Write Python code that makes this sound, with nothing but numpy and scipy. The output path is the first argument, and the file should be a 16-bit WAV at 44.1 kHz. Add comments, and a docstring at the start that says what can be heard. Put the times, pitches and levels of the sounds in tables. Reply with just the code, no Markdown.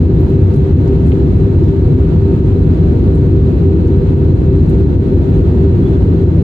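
"""Inside an airliner on descent, at a window seat behind the wing.
Turbulence shakes the fuselage into a deep rumble, and air rushes along the skin and from the vents.
Two engine fans throb against each other, over machinery whines and thin electrical whistles.
Plastic trim ticks close by and squeaks briefly near the end. A limiter rides the rumble."""
import sys
import numpy as np
from scipy import signal
from scipy.fft import rfft, irfft, next_fast_len
from scipy.io import wavfile
from scipy.ndimage import uniform_filter1d, minimum_filter1d

SR = 44100
rng = np.random.default_rng(int(sys.argv[2]) if len(sys.argv) > 2 else 0)


def generate_wav(sig):
    """Save sig (samples, or channels by samples) to the path in sys.argv[1] as 16-bit PCM at SR."""
    pcm = np.round(np.clip(np.atleast_2d(sig).T, -1, 1) * 32767).astype(np.int16)
    wavfile.write(sys.argv[1], SR, pcm)


N = 283563


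def amp(db):
    """Decibels to gain."""
    return 10 ** (np.asarray(db) / 20)


def unit(x):
    """Scales to rms 1."""
    return x / np.sqrt(np.mean(x ** 2) + 1e-20)


def curve_at(points, hz):
    """Reads a curve along a log-frequency axis."""
    point_hz, value = np.transpose(points)
    return np.interp(np.log(hz + 1), np.log(point_hz + 1), value)


def pan(pan_db):
    """Constant-power stereo gains; pan_db is left minus right."""
    gains = amp(np.array([[.5], [-.5]]) * pan_db)
    return gains / np.sqrt(np.mean(gains ** 2, axis=0))


def add(mix, start_s, sound):
    """Drops a stereo sound into the mix."""
    part = mix[:, round(start_s * SR):][:, :sound.shape[1]]
    part += sound[:, :part.shape[1]]


def drift(rate_hz):
    """Slow random wander of rms 1."""
    hz = np.fft.rfftfreq(N, 1 / SR)
    lowpass = np.exp(-(hz / rate_hz) ** 2) * (hz > 0)
    return unit(irfft(rfft(rng.standard_normal(N)) * lowpass, N))


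def levelled(x, window_s=0.34):
    """Rides a noise to hold its rms near 1."""
    power = uniform_filter1d(np.mean(x ** 2, axis=0), int(window_s * SR))
    return x / np.sqrt(power + 1e-20)


# How alike left and right are in the cabin: freq_hz, correlation
STEREO_CORRELATION = [(60, 0.98), (130, 1), (230, 0.89), (420, 0.95), (520, 0.52), (620, 0.33), (810, -.4),
                      (910, .1), (1080, -.28), (1700, -0.22), (2650, .2), (3100, -.15), (4500, 0.0092)]
def cabin_noise(hz):
    """A stereo noise spectrum, nearly mono in the bass and wide in the treble."""
    a, b, c, d = rng.standard_normal((4, len(hz)))
    correlation = np.clip(curve_at(STEREO_CORRELATION, hz), -.999, .999)
    mid = (a + 1j * b) * np.sqrt(1 + correlation)
    side = (c + 1j * d) * np.sqrt(1 - correlation)
    return np.array([mid + side, mid - side])


# Where the rumble and air sit between left and right: freq_hz, pan_db
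BED_PAN = [(60, 0), (110, 1), (400, 1), (540, 1.5), (720, -.5), (850, -2.5), (1250, -6.5), (2200, -3),
           (4300, -6.5), (5700, -1.5), (9800, 0.5), (12000, 5), (15000, 6.5)]
def noise_bed(hz, eq):
    """The spectrum of cabin noise through an EQ curve, panned by frequency."""
    return cabin_noise(hz) * amp(curve_at(eq, hz)) * pan(curve_at(BED_PAN, hz))


# Tone of the structure-borne rumble: freq_hz, relative_db
RUMBLE_EQ = [(15, -32), (30, -29), (48, -5), (63, -3), (92, 2), (118, -8), (146, -4.5), (200, -13.5),
             (375, -14), (430, -24), (495, -23), (570, -40), (900, -61.5)]
def fuselage_rumble(hz, boom_db=-10.5, drone_db=-13, crossover_hz=120, rolloff_hz=1200):
    """Turbulence shakes the fuselage: a deep boom and a panel drone, each at a steady level."""
    spectrum = noise_bed(hz, RUMBLE_EQ) / (1 + (hz / rolloff_hz) ** 4)
    lows = 1 / (1 + (hz / crossover_hz) ** 20)
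    boom = irfft(spectrum * lows)[:, :N]
    drone = irfft(spectrum * (1 - lows))[:, :N]
    return amp(boom_db) * levelled(boom) + amp(drone_db) * levelled(drone)


# Tone of the rushing air: freq_hz, relative_db
AIR_EQ = [(300, -5.5), (560, 0), (740, -1.5), (870, -6.5), (950, -6.5), (1070, -11), (1250, -10.5),
          (2400, -20.5), (3600, -24), (5700, -36.5), (6700, -35.5), (8600, -40.5), (9900, -47),
          (11500, -44.5), (15700, -48.5)]
# Slow swell of the airflow: time_s, gain_db
AIR_SWELL = [(0.0, -0.8), (0.7, 0.0), (1.2, 0.5), (1.9, -0.4), (2.4, 0.2), (2.7, 0.2), (3.4, -0.2),
             (4.2, 0.0), (4.5, -1.2), (4.8, 0.2), (5.3, 0.1), (5.65, 0.5), (6.43, -0.0)]
def airflow(hz, level_db=-33.0, flutter_db=0.78, flutter_hz=14):
    """Wide hiss of the boundary layer and vents, swelling slowly and fluttering a little."""
    hiss = unit(irfft(noise_bed(hz, AIR_EQ))[:, :N])
    swell_db = np.interp(np.arange(N) / SR, *np.transpose(AIR_SWELL))
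    return hiss * amp(level_db + swell_db + flutter_db * drift(flutter_hz))


# Hums and whines of engines and air conditioning: pitch_hz, width_hz, level_db, pan_db
WHINE_BANDS = [(168.4, 4.5, -27, 1.5), (258.8, 11, -30.5, 2.5), (334.7, 6.2, -31.5, -1),
               (915, 10, -53, 0.5), (939, 45, -50.5, 0), (1566, 10, -62.5, -7.5), (2634, 8, -68, -5),
               (2610, 120, -63.5, -2), (3660, 10, -71.5, -1.5), (3975, 77, -61, -6),
               (4220, 83, -63.5, -8.5), (4440, 110, -69.5, -6), (4860, 110, -72, -5.5),
               (6520, 330, -71.5, 1.5)]
def machinery_whines(hz):
    """Rotating machinery sings in fuzzy, narrow bands of noise."""
    spectrum = np.zeros((2, len(hz)), complex)
    noise = cabin_noise(hz)
    for pitch_hz, width_hz, level_db, pan_db in WHINE_BANDS:
        band = np.exp(-2 * ((hz - pitch_hz) / width_hz) ** 2)
        spectrum += noise * unit(band) * amp(level_db) * pan(pan_db)
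    return irfft(spectrum)[:, :N] * np.sqrt(len(hz) / 2)


# The two engine fans in the mix: level_db, pan_db
FAN_MIX = [(-24.5, 3.5), (-27.5, -1.4)]
def engine_fans(pitches_hz=(387.97, 391.57), octave_db=-26, throb_peak_s=.074):
    """Two fans run slightly out of step, so their tones beat and the cabin throbs."""
    out = np.zeros((2, N))
    t = np.arange(N) / SR - throb_peak_s
    for pitch_hz, (level_db, pan_db) in zip(pitches_hz, FAN_MIX):
        phase = 2 * np.pi * pitch_hz * t
        octave = np.sin(2 * phase + np.array([[0], [2.7]]))  # phase offset widens the octave
        tone = np.sin(phase) + amp(octave_db) * octave
        out += np.sqrt(2) * amp(level_db) * pan(pan_db) * tone
    return out


# Electrical whistles, mostly multiples of the 400 Hz supply: pitch_hz, level_db, pan_db
WHISTLE_TONES = [(4020, -74, -5.5), (6400, -81.5, 4.5), (7200, -81.5, 0), (8040, -86.5, -5), (8800, -86, 8),
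                 (10400, -88.5, 3.5), (12000, -91, 10.5), (15233, -86.5, -6.5), (15611, -90, 3)]
def electrical_whistles():
    """The electrical system holds faint, steady sines, each at its own phase left and right."""
    out = np.zeros((2, N))
    t = np.arange(N) / SR
    for pitch_hz, level_db, pan_db in WHISTLE_TONES:
        phase = 2 * np.pi * (pitch_hz * t + rng.random((2, 1)))
        out += np.sqrt(2) * amp(level_db) * pan(pan_db) * np.sin(phase)
    return out


def tick(gain_db, centre_hz, spread_oct, decay_s, pan_db, attack_s=.0012):
    """One plastic tick: a quickly dying burst of noise in one broad band."""
    t = np.arange(SR // 5) / SR
    hz = np.fft.rfftfreq(len(t), 1 / SR)
    band = np.exp(-.5 * (np.log2((hz + 1) / centre_hz) / spread_oct) ** 2)
    burst = unit(irfft(rfft(rng.standard_normal((2, len(t)))) * band, len(t)))
    envelope = (1 - np.exp(-t / attack_s)) * np.exp(-t / decay_s)
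    return burst * envelope * amp(gain_db) * pan(pan_db)


# Small plastic ticks and scuffs: start_s, gain_db, centre_hz, spread_oct, decay_s, pan_db
TICK_CUES = [(.161, -52, 13000, .3, .004, 7), (.205, -45, 13400, .2, .006, 11),
             (.299, -48, 11000, .6, 0.0051, 11), (.537, -47, 5470, .7, .012, 1),
             (.559, -48, 10000, .7, .010, 9), (.875, -42, 4500, .6, .005, -3),
             (1.058, -53, 8000, .35, .035, 1), (1.090, -43, 7960, .7, .008, 4),
             (1.117, -25, 2450, 0.38, 0.0036, 0), (1.636, -46, 3000, 0.73, .025, -2),
             (1.681, -42, 2700, 0.7, .018, -0.5), (3.148, -53, 8000, .35, .025, 3),
             (3.873, -43.5, 6000, .38, .004, 1), (4.554, -50, 7000, .44, .005, 2),
             (4.691, -46, 7860, .55, .013, 1), (4.795, -51, 10600, .6, .006, 8)]
def trim_ticks(faint_per_s=2):
    """The plastic trim ticks: clear hits among a random scatter of faint, bright ones."""
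    out = np.zeros((2, N))
    for start_s, *shape in TICK_CUES:
        add(out, start_s, tick(*shape))
    for _ in range(round(faint_per_s * N / SR)):
        gain_db = rng.normal(-56.5, 1.5)
        start_s = rng.random() * N / SR
        add(out, start_s, tick(gain_db, centre_hz=12500, spread_oct=.4, decay_s=.005, pan_db=6))
    return out


# Squeaks of the trim: start_s, length_s, from_hz, to_hz, level_db
SQUEAK_CUES = [(5.826, 0.016, 3420, 3360, -54), (5.848, .034, 3370, 3420, -51),
               (5.922, 0.047, 3620, 3380, -55)]
def trim_squeaks(jitter=.012, jitter_hz=400, pan_db=-2):
    """Plastic sticks and slips on plastic, singing in short, unsteady glides."""
    out = np.zeros((2, N))
    for start_s, length_s, from_hz, to_hz, level_db in SQUEAK_CUES:
        n = int(length_s * SR)
        pitch_hz = np.linspace(from_hz, to_hz, n) * (1 + jitter * drift(jitter_hz)[:n])
        phase = 2 * np.pi * np.cumsum(pitch_hz) / SR
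        tone = unit(np.sin(phase) * signal.windows.tukey(n, .5))
        add(out, start_s, amp(level_db) * tone * pan(pan_db))
    return out


def scene():
    """The cabin mix: a noise bed, steady tones and close plastic details."""
    hz = np.fft.rfftfreq(2 * next_fast_len(N // 2 + 1), 1 / SR)
    bed = fuselage_rumble(hz) + airflow(hz) + machinery_whines(hz)
    tones = engine_fans() + electrical_whistles()
    return bed + tones + trim_squeaks() + trim_ticks()


def record(dry, ceiling_db=-0.15, release_db_per_s=65, fade_s=.006, high_cut_hz=15750):
    """Master chain: quick end fades, a limiter ducking the mix on rumble crests, then a high cut."""
    faded = dry * signal.windows.tukey(N, fade_s * 2 * SR / N)
    peak_db = 20 * np.log10(abs(faded).max(axis=0) + 1e-9)
    over_db = np.maximum(peak_db - ceiling_db, 0)
    release_db = np.arange(N) / SR * release_db_per_s
    duck_db = np.maximum.accumulate(over_db + release_db) - release_db
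    held_db = minimum_filter1d(-duck_db, size=256)  # look ahead and hold around each crest
    gain_db = uniform_filter1d(uniform_filter1d(held_db, size=128), size=128)
    high_cut = signal.firwin(511, high_cut_hz, window=("kaiser", 9), fs=SR)
    return signal.oaconvolve(faded * amp(gain_db), high_cut[None], "same")


dry = scene()
out = record(dry)
generate_wav(out)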